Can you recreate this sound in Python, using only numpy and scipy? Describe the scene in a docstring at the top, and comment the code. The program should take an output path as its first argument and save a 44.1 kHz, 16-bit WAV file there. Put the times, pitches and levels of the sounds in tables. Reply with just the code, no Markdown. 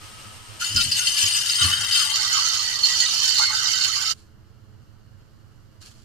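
"""A desk in a quiet room: a palm-sized vacuum hisses in the air, then sweeps paper scraps off the desk
and along a laptop. The scraps whirl, rustle and clack in the plastic dust cup, ringing its wall and air;
the brush scrubs and squeaks, and the housing bumps the desk top into a soft boom. The fan stops, the cup
is tipped out and the scraps patter down. One close echo colours everything."""
import sys
import numpy as np
from scipy import signal
from scipy.fft import rfft, irfft, next_fast_len
from scipy.io import wavfile
from scipy.ndimage import uniform_filter1d

SR = 44100
rng = np.random.default_rng(int(sys.argv[2]) if len(sys.argv) > 2 else 0)


def unload_audio(sound):
    """Save the sound as a 16-bit wav file, at the path given as the first command line argument."""
    columns = np.transpose(np.atleast_2d(sound))
    # keep every value between -1 and 1, then stretch to whole-number steps
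    steps = np.round(np.clip(columns, -1, 1) * 32767)
    wavfile.write(sys.argv[1], SR, steps.astype(np.int16))


N = 266584
SWEEP_S, LAPTOP_S, STOP_S = 0.606, 2.132, 4.122
CROSSFADE_S = 0.027  # from desk to laptop


def sweeping():
    """Whirling scraps rustle and ring the cup's wall and air; the scrubbing brush rings the housing."""
    scraps = contacts(per_s=300, spread_db=2.4, grain_s=0.0025, smooth_share=0.25)
    bristles = contacts(per_s=660, spread_db=3.5, grain_s=0.00086, smooth_share=0.25)
    rattle = rustle(scraps) + cup_wall(scraps) + brush(bristles) + cup_air(scraps)
    return butter(rattle, 350, "high")


# Level ride of the scraps circling in the cup: time_s, level_db
CHURN_RIDE = [(.62, -28.5), (.89, -31), (1.12, -27), (1.3, -25), (1.42, -28.5), (1.6, -25), (1.86, -29.5),
              (2.12, -27), (2.4, -23), (2.8, -28.5), (2.87, -23.5), (3.12, -24), (3.29, -21.5), (3.52, -30),
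              (3.68, -25), (4.03, -29)]
# Clumps sucked in: start_s, level_db, length_s, wall_send_db
CLUMP_GULPS = [(0.762, -23.5, 0.076, 3), (0.915, -34.5, 0.018, 16), (0.958, -28, 0.052, -17),
               (1.055, -26, 0.036, 1.5), (1.165, -25.5, 0.062, -1), (1.225, -26, 0.048, -2.5),
               (1.321, -28.5, 0.059, 7.5), (1.617, -24.5, 0.035, 3.5), (1.916, -25.5, 0.11, 7),
               (2.136, -21, 0.025, 3), (2.342, -22.5, 0.056, -15), (2.832, -25.5, 0.034, 11.5),
               (2.984, -25, 0.045, 7), (3.358, -34.5, 0.1, 20), (3.538, -35, 0.041, 14.5),
               (3.806, -27, 0.043, 11), (3.94, -35.5, 0.042, 15.5), (4.053, -30, 0.063, 9)]
def suction():
    """Airflow churns the scraps and gulps in clumps: gains of churn, gulps and gulps on the wall."""
    gulps, wall_gulps = 0, 0
    for start_s, level_db, length_s, wall_send_db in CLUMP_GULPS:
        gulp = from_db(level_db) * swell(start_s, length_s, attack_s=0.012, release_s=0.02)
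        gulps += gulp
        wall_gulps += from_db(wall_send_db) * gulp
    return from_db(ride(CHURN_RIDE)), gulps, wall_gulps


# Paper EQ on each surface: freq_hz, left_db, right_db
DESK_RUSTLE_EQ = [(351, -11.5, -17), (776, -20, -15.5), (2220, 10, 3.5), (2750, 15.5, 11), (3200, 12.5, 10),
                  (3900, 8.5, 3.5), (4240, 11.5, 7), (4950, 8.5, 1), (5196, 5, 10), (5185, 9.5, -2),
                  (7160, 6, 6.5), (8380, 12.5, -4), (10250, 5, -8), (12820, -0.5, -8), (14460, -14, -27.5)]
LAPTOP_RUSTLE_EQ = [(402, -24, -22.5), (760, -1, -21), (2340, -1.5, 11), (3620, 12.5, 11.5), (4150, -14, 9),
                    (5360, 14.5, 15.5), (6160, -17, 12.5), (7260, -0.5, 16), (7980, 6, 0), (8400, -2, 0),
                    (10370, -10.5, -2), (14000, -11.5, -6.5)]
def rustle(scraps):
    """Whirling paper makes a bright, grainy rustle flecked with ticks."""
    churn, gulps, _ = suction()
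    ticks = paper_ticks(per_s=420, spread_db=3.0, t60_s=.027)
    grains = nozzle_gap(scraps * stereo_noise(0.19) + .6 * ticks)
    desk = from_db(-1.5) * coloured(grains, DESK_RUSTLE_EQ) * panned(0.62 * (position() - 7.5))
    laptop = from_db(-4.5) * coloured(grains, LAPTOP_RUSTLE_EQ) * panned(0.34 * (position() + 9.5))
    return np.hypot(churn, gulps) * desk_to_laptop(desk, laptop)


# High overtones of the cup: pitch_hz
TICK_PITCHES = [3765, 4415, 4545, 4740, 5606, 5935, 6138, 6353, 6900, 8510, 9040, 11200]
def paper_ticks(per_s, spread_db, t60_s):
    """Stiff paper corners tick on the plastic, each ringing one overtone; rms 1."""
    count = int(per_s * N / SR)
    when, spot, size, life, *phases = rng.random((4000, 6))[:count].T[:, :, None]
    age = np.arange(SR // 40) / SR
    hz = np.array(TICK_PITCHES)[(spot * len(TICK_PITCHES)).astype(int)]
    hz = hz * (1 + .015 * rng.standard_normal(hz.shape))  # slight detune
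    fade = from_db(-spread_db * np.log(size + .02) - 60 * age / (t60_s * (.5 + life)))
    samples = (when * N).astype(int) + np.arange(len(age))
    sides = [fade * np.sin(2 * np.pi * (hz * age + phase)) for phase in phases]
    return rms_one(np.array([np.bincount(samples.ravel(), side.ravel(), N)[:N] for side in sides]))


# Cup wall modes on each surface: pitch_hz, width_hz, level_db
DESK_WALL_MODES = [(4310, 48, 2), (4907, 53, 5), (4950, 91, 4)]
LAPTOP_WALL_MODES = [(4215, 70, 2), (4320, 85, 4), (4540, 280, 2), (4830, 130, 0), (4965, 50, -1)]
def cup_wall(scraps):
    """Scraps pelt the plastic wall and keep it ringing."""
    churn, _, wall_gulps = suction()
    level = np.hypot(surface_gain(desk_db=-1, laptop_db=4) * churn, wall_gulps)
    desk = from_db(-3.5) * body(DESK_WALL_MODES, scraps, alike=0.49) * panned(1.5)
    laptop = from_db(-5.0) * body(LAPTOP_WALL_MODES, scraps, alike=0.11) * panned(-4.5)
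    return level * desk_to_laptop(desk, laptop)


# Air modes of the cup at rest: pitch_hz, width_hz, level_db
AIR_MODES = [(2852, 85, -4), (3020, 96, 5.5), (3110, 64, 4)]
# Their centre glides as the nozzle tilts and fills: time_s, pitch_hz
AIR_GLIDE = [(.62, 2953), (1.45, 2967), (1.65, 3029), (2.1, 3090), (2.3, 3010), (4.1, 2982)]
AIR_REST_HZ = 3010
def cup_air(scraps):
    """The air in the cup rings with the churn and gulps, and is pumped by each shove."""
    churn, gulps, _ = suction()
    whirl = np.hypot(churn, 0.86 * gulps) * surface_gain(desk_db=1.5, laptop_db=-4)
    pumping = shoves() * surface_gain(desk_db=7, laptop_db=-5.5)
    level = np.hypot(whirl, pumping) * from_db(-3.0 + 1.2 * drift(20))
    ring = level * body(AIR_MODES, scraps, alike=0.13) * panned(0.74 * position() + 0.71)
    glide = np.exp(2j * np.pi * np.cumsum(ride(AIR_GLIDE) - AIR_REST_HZ) / SR)  # frequency shift
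    return np.real(signal.hilbert(ring, next_fast_len(N))[:, :N] * glide)


# Larger scraps hitting the cup: start_s, level_db, pitch_hz, ring_t60_s
SCRAP_HITS = [(.7615, -6, 4950, 0.057), (0.9165, -12.5, 4857, 0.12), (0.9643, -16, 3010, .04),
              (1.072, -8, 3100, 0.026), (1.2639, -8.5, 4930, 0.024), (1.4973, -6, 4950, 0.031),
              (1.556, -12, 4950, 0.04), (1.6291, -10.5, 3020, 0.14), (1.9113, -12.5, 3010, 0.072),
              (1.949, -9, 3110, 0.073), (2.9473, -18, 4396, 0.026), (3.0023, -8, 4280, .04),
              (3.0589, -10.5, 3780, 0.027), (3.1367, -27, 5400, .02), (3.3828, -5, 4310, 0.011),
              (3.39, -6.5, 4310, 0.035), (3.4262, -15, 4205, 0.05), (3.732, -12, 4740, 0.047)]
def strikes(clack_db, ring_db):
    """A larger scrap hits the cup: a short, round clack and one strong ring."""
    clacks = sum(from_db(db) * burst(s, t60 / 2) for s, db, _, t60 in SCRAP_HITS) * stereo_noise(.3)
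    clacks = butter(butter(clacks, [2600, 7800]), [2600, 7800])
    rings = sum(from_db(db) * burst(s, t60, hz) for s, db, hz, t60 in SCRAP_HITS)
    rings = butter(rings, [2000, 7000])
    return (from_db(clack_db) * clacks + from_db(ring_db) * rings) * panned(0.51 * position())


# How hard the brush bears down: time_s, level_db
PRESSURE_RIDE = [(.62, -36), (.92, -53), (1.2, -41), (1.55, -35), (1.7, -28), (2.1, -33.5), (2.4, -29),
                 (2.76, -39.5), (3.3, -38.5), (3.5, -27.5), (3.85, -33.5), (4.1, -32)]
# Housing modes on each surface: pitch_hz, width_hz, level_db
DESK_HOUSING = [(887, 31, -15), (1145, 50, -6.5), (1425, 18, -12.5), (1417, 44, -4), (1513, 290, -9),
                (2020, 73, -8)]
LAPTOP_HOUSING = [(866, 30, -10), (1172, 85, 1.5), (1321, 39, 6), (1503, 73, 5), (1958, 68, 3),
                  (2130, 52, 2)]
def brush(bristles):
    """Bristles scrub the surface and ring the housing, louder under pressure."""
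    level = np.hypot(from_db(ride(PRESSURE_RIDE)), shoves())
    desk = from_db(-3.5) * body(DESK_HOUSING, bristles, alike=0.35, swing_db=7) * panned(.3)
    laptop = from_db(-1.07) * body(LAPTOP_HOUSING, bristles, alike=0.2, swing_db=7) * panned(-0.78)
    return level * desk_to_laptop(desk, laptop)


# Pushes of the brush: start_s, level_db, length_s
BRUSH_SHOVES = [(1.597, -24, 0.044), (1.716, -27.5, 0.021), (1.933, -34.5, 0.13), (2.326, -27.5, 0.059),
                (3.386, -28.5, 0.055)]
def shoves():
    """Gain that surges as the brush is shoved over the surface."""
    return sum(from_db(level_db) * swell(start_s, length_s, attack_s=0.027, release_s=0.018)
               for start_s, level_db, length_s in BRUSH_SHOVES)


# The brush rim or a caught scrap squeaks: centre_s, level_db, pitch_hz, length_s
SQUEAK_CUES = [(0.625, -30, 1410, 0.035), (0.791, -32, 1410, 0.073), (1.019, -34, 1450, 0.08),
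               (1.632, -20, 3015, .055), (1.676, -33, 1185, 0.08), (1.732, -22.5, 3015, .045),
               (2.009, -32, 1290, 0.035), (2.72, -38, 1935, 0.14), (2.845, -13.5, 4312, .024),
               (2.92, -34, 1940, .1), (3.035, -33, 1940, 0.07), (3.413, -35, 865, 0.06),
               (3.425, -28, 1400, 0.06), (3.49, -24, 4312, .06), (3.672, -26, 4960, .035)]
def squeaks(wander_hz, rough_db):
    """Stick and slip holds one resonance of the housing or cup in a short, rough tone."""
    tones, t = 0, np.arange(N) / SR
    wander = np.cumsum(wander_hz * drift(150)) / SR
    for centre_s, level_db, pitch_hz, length_s in SQUEAK_CUES:
        arch = np.cos(np.pi * np.clip((t - centre_s) / length_s, -.5, .5))
        tones += from_db(level_db) * arch * np.sqrt(2) * np.sin(2 * np.pi * (pitch_hz * t + wander))
    roughness = from_db(rough_db * np.array([drift(150), drift(120)]))
    return tones * roughness * panned(.2 * position())


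# Soft knocks on the desk, and one deep puff of air on the microphone: start_s, level_db, pitch_hz, t60_s
LOW_THUMPS = [(0.253, -31, 105, 0.1), (0.7, -31.5, 105, 0.27), (0.736, -27.5, 36.7, 0.5),
              (0.746, -24, 88.5, 0.15), (0.844, -25, 90.4, 0.18), (1.223, -25.5, 94, 0.14),
              (1.603, -26.5, 107, 0.34), (1.634, -20, 85.7, 0.24), (1.778, -37, 105, 0.43)]
# Upper desk modes: pitch_hz, level_db, t60_s
UPPER_DESK_MODES = [(251.5, -13.5, 0.14), (293.7, -12.5, 0.18)]
def thumps(attack_s):
    """Soft desk knocks and one puff of air boom low, with a dull shudder under the ring."""
    boom, shudder = 0, 0
    for start_s, level_db, pitch_hz, t60_s in LOW_THUMPS:
        firmness = min(t60_s / 0.17, 1) ** 2  # a damped thump hardly reaches the upper modes
        upper = sum(from_db(db) * burst(start_s, t60, hz) for hz, db, t60 in UPPER_DESK_MODES)
        ring = burst(start_s, t60_s, pitch_hz) + firmness * upper
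        boom += from_db(level_db) * ring * fade_in(start_s + attack_s / 2, attack_s)
        shudder += from_db(level_db) * burst(start_s, 2.1 * t60_s)
    shudder = butter(shudder * stereo_noise(0.15), [68, 170])
    return (butter(boom, [36, 300]) + from_db(9.0) * shudder) * panned(1.2)


# Level ride of the patter: time_s, level_db
POUR_RIDE = [(4.12, -63), (4.218, -61.5), (4.3, -77.5), (5.803, -73.5), (5.808, -59), (5.818, -47.5),
             (5.853, -55.5), (5.861, -48.5), (5.92, -59.5), (6.04, -64)]
# Patter EQ: freq_hz, left_db, right_db
POUR_EQ = [(694, 4.5, -4.5), (1504, -3, 10.5), (2200, -1, 2.5), (2928, 10.5, 8.5), (3660, 4.5, 5.5),
           (4300, 13, 13.5), (6000, 3.5, 8.5), (7300, -1, 13), (9010, 6, -1.5), (14100, -12, -6)]
def pouring():
    """Loose scraps shift in the cup, then slide out and patter onto the desk."""
    patter = contacts(per_s=1500, spread_db=2.5, grain_s=0.00066, smooth_share=.35)
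    return coloured(from_db(ride(POUR_RIDE)) * patter * stereo_noise(.15), POUR_EQ)


# Air hiss EQ: freq_hz, left_db, right_db
FAN_EQ = [(280, -41, -42), (750, -41, -41.5), (2530, -40, -40.5), (2848, -36.5, -34.5), (3500, -42, -42.5),
          (5100, -42, -40.5), (6500, -44, -46), (7470, -44, -48), (8930, -38, -51), (9900, -50, -51),
          (11510, -49, -58), (14000, -56, -57)]
# Vent whistles: pitch_hz, width_hz, left_db, right_db
VENT_WHISTLES = [(955, 55, -65, -61.5), (1202, 25, -62, -66), (1270, 24, -51, -60.5),
                 (2940, 36, -56, -63.5), (3120, 30, -61, -61.5), (8300, 45, -52.5, -61.5)]
def fan():
    """Air rushes through the impeller and whistles faintly in the vents."""
    air = coloured(stereo_noise(0.3), FAN_EQ) * from_db(1.5 + drift(12))
    for pitch_hz, width_hz, left_db, right_db in VENT_WHISTLES:
        whistle = rms_one(steep_resonance(stereo_noise(0.056), pitch_hz, width_hz))
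        air += from_db([[left_db], [right_db]]) * whistle
    return air


# Room tone EQ: freq_hz, left_db, right_db
ROOM_EQ = [(25, -33, -29), (60.04, -25, -24.5), (105, -35, -19.5), (180, -35.5, -32), (406, -42, -45.5),
           (906, -57, -49.5), (1380, -48, -47.5), (2548, -65, -61.5), (2860, -55.5, -51.5),
           (3600, -67.5, -63), (4400, -57, -57), (6570, -75, -62.5), (9520, -77.5, -71.5),
           (13440, -83, -64.5)]
def room():
    """A bed of low rumble and faint hiss."""
    return from_db(-1.6) * coloured(stereo_noise(0.29), ROOM_EQ)


# Reflections between nozzle and surface: delay_s, gain
GAP_REFLECTIONS = [(.0011, .45), (.0027, -.5)]
def nozzle_gap(x):
    """The gap under the nozzle wobbles with the hand, so its reflections shift the colour; rms 1."""
    samples = np.arange(N)
    for delay_s, gain in GAP_REFLECTIONS:
        read = samples - delay_s * SR * (1 + .035 * drift(4))
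        x = x + gain * np.array([np.interp(read, samples, side) for side in x])
    return rms_one(x)


# Bands the hollow housing swallows: freq_hz, width_hz
CAVITY_NOTCHES = [(2480, 380), (3400, 220)]
def cavity(x, depth):
    """The cavity cuts dips between its resonances."""
    for freq_hz, width_hz in CAVITY_NOTCHES:
        x = x - depth * resonance(x, freq_hz, width_hz)
    return x


# The vacuum's path from left to right: time_s, left_over_right_db
PAN_RIDE = [(.6, 2.5), (1.9, 4.5), (2.12, 10.5), (2.15, -6.5), (2.4, -8.5), (3.3, -12), (3.65, -19)]
def position():
    """The pan curve in dB, which each moving layer scales to its own width."""
    return ride(PAN_RIDE)


def desk_to_laptop(desk, laptop):
    """Equal-power crossfade; off to the right on the laptop, the sound reaches the left side later."""
    moved = fade_in(LAPTOP_S, CROSSFADE_S)
    laptop = np.array([delayed(laptop[0], 4 / SR), laptop[1]])
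    return desk * np.sqrt(1 - moved) + laptop * np.sqrt(moved)


def surface_gain(desk_db, laptop_db):
    """One gain on the desk, another on the laptop."""
    return from_db(desk_db + fade_in(LAPTOP_S, CROSSFADE_S) * (laptop_db - desk_db))


def contacts(per_s, spread_db, grain_s, smooth_share):
    """Envelope of many tiny random impacts of uneven size over a steady rush; rms 1."""
    sizes = from_db(spread_db * np.minimum(rng.exponential(1, N), 4))
    clumping = from_db(4 * drift(35))
    hits = (rng.random(N) < per_s * clumping / SR) * sizes ** 2
    power = signal.lfilter([1], [1, -np.exp(-1 / (grain_s * SR))], hits + 1e-18)
    return np.sqrt(smooth_share + (1 - smooth_share) * power / power.mean())


def body(modes, impacts, alike, swing_db=4.2):
    """Impacts land on ever different spots, so each mode swells and fades on its own; rms 1."""
    out = 0
    for pitch_hz, width_hz, level_db in modes:
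        ring = steep_resonance(impacts * stereo_noise(alike), pitch_hz, width_hz)
        out += ring * from_db(level_db + swing_db * drift(16))
    # the modes trade a steady supply of energy among themselves
    power = np.mean(out ** 2, axis=0)
    power = uniform_filter1d(uniform_filter1d(power, SR // 60), SR // 60)
    return out / np.sqrt(np.abs(power) + 1e-18)


def burst(start_s, t60_s, hz=0):
    """Sudden start, exponential decay; with a pitch, a ringing mode."""
    out, start = np.zeros(N), int(start_s * SR)
    age = np.arange(min(SR // 2, N - start)) / SR
    tone = np.sin(2 * np.pi * hz * age) if hz else 1
    out[start:start + len(age)] = from_db(-60 * age / t60_s) * tone
    return out + 1e-18


def swell(start_s, length_s, attack_s, release_s):
    """Quick rise, hold, exponential release."""
    past_end_s = np.maximum(np.arange(N) / SR - start_s - length_s, 0)
    return fade_in(start_s, attack_s) * np.exp(-np.minimum(past_end_s / release_s, 20))


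def fade_in(centre_s, fade_s):
    """Rises from 0 to 1 around a moment."""
    return np.clip((np.arange(N) / SR - centre_s) / fade_s + .5, 0, 1)


def ride(points):
    """An automation curve at every sample, held flat beyond its ends."""
    return np.interp(np.arange(N) / SR, *np.transpose(points))


def drift(rate_hz):
    """Smooth random motion with spread 1."""
    knots = rng.standard_normal(N // 20)
    return np.interp(np.arange(N) / SR * rate_hz * 2, np.arange(len(knots)), knots) * np.sqrt(3 / 2)


def stereo_noise(alike):
    """White noise, partly shared by the two sides."""
    return np.sqrt(alike) * rng.standard_normal(N) + np.sqrt(1 - alike) * rng.standard_normal((2, N))


def coloured(x, eq):
    """Minimum-phase EQ with one curve for each side."""
    size = next_fast_len(N + SR // 4, real=True)
    size += size % 2
    hz, *sides = np.transpose(eq)
    log_hz = np.log(np.maximum(np.fft.rfftfreq(size, 1 / SR), 1))
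    cepstrum = irfft([np.log(from_db(np.interp(log_hz, np.log(hz), side))) for side in sides])
    cepstrum[:, 1:size // 2] *= 2  # folding makes the filter causal
    cepstrum[:, size // 2 + 1:] = 0
    return irfft(rfft(x, size) * np.exp(rfft(cepstrum)))[:, :N]


def resonance(x, hz, width_hz):
    """Two-pole resonance with gain 1 on top."""
    radius = np.exp(-np.pi * width_hz / SR)
    feedback = [1, -2 * radius * np.cos(2 * np.pi * hz / SR), radius ** 2]
    return signal.lfilter(np.array([1, 0, -1]) * (1 - radius ** 2) / 2, feedback, x + 1e-18)


def steep_resonance(x, hz, width_hz):
    """Two double-width resonances in series, for steeper skirts."""
    return resonance(resonance(x, hz, 2 * width_hz), hz, 2 * width_hz)


def butter(x, edges_hz, kind="band"):
    """Gentle filter, 12 dB per octave."""
    return signal.sosfilt(signal.butter(2, edges_hz, kind, fs=SR, output="sos"), x)


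def delayed(x, lag_s):
    """The same signal a little later, by a phase ramp."""
    size = next_fast_len(N + SR // 10, real=True)
    ramp = np.exp(-2j * np.pi * np.fft.rfftfreq(size, 1 / SR) * lag_s)
    return irfft(rfft(x, size) * ramp, size)[:N]


def panned(db):
    """Left and right gains for a level difference."""
    return from_db(np.array([[.5], [-.5]]) * db)


def from_db(db):
    """Decibels to gain."""
    return 10 ** (np.asarray(db) / 20)


def rms_one(x):
    """Scale to unit power."""
    return x / np.sqrt(np.mean(x ** 2) + 1e-20)


ECHO_S, ECHO_GAIN = .009286, .46
def scene():
    """The vacuum at work, the emptying, the room and one close echo."""
    rattle = fade_in(SWEEP_S, 0.032) * sweeping() + strikes(clack_db=-2.5, ring_db=-3.0)
    cleaning = cavity(rattle, depth=.6) + squeaks(wander_hz=48, rough_db=3.5)
    running = 1 - fade_in(STOP_S, 0.02)
    direct = running * (cleaning + fan()) + thumps(attack_s=.014) + pouring() + room()
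    echo = np.array([delayed(side, ECHO_S) for side in direct])
    return (direct + ECHO_GAIN * echo) * from_db(-1.61)


CUTOFF_HZ = 14400
def record(dry):
    """Soft saturation rounds the peaks; a steep low-pass cuts the top."""
    return signal.sosfilt(signal.ellip(12, .1, 90, CUTOFF_HZ, fs=SR, output="sos"), np.tanh(dry))


dry = scene()
out = record(dry)
unload_audio(out)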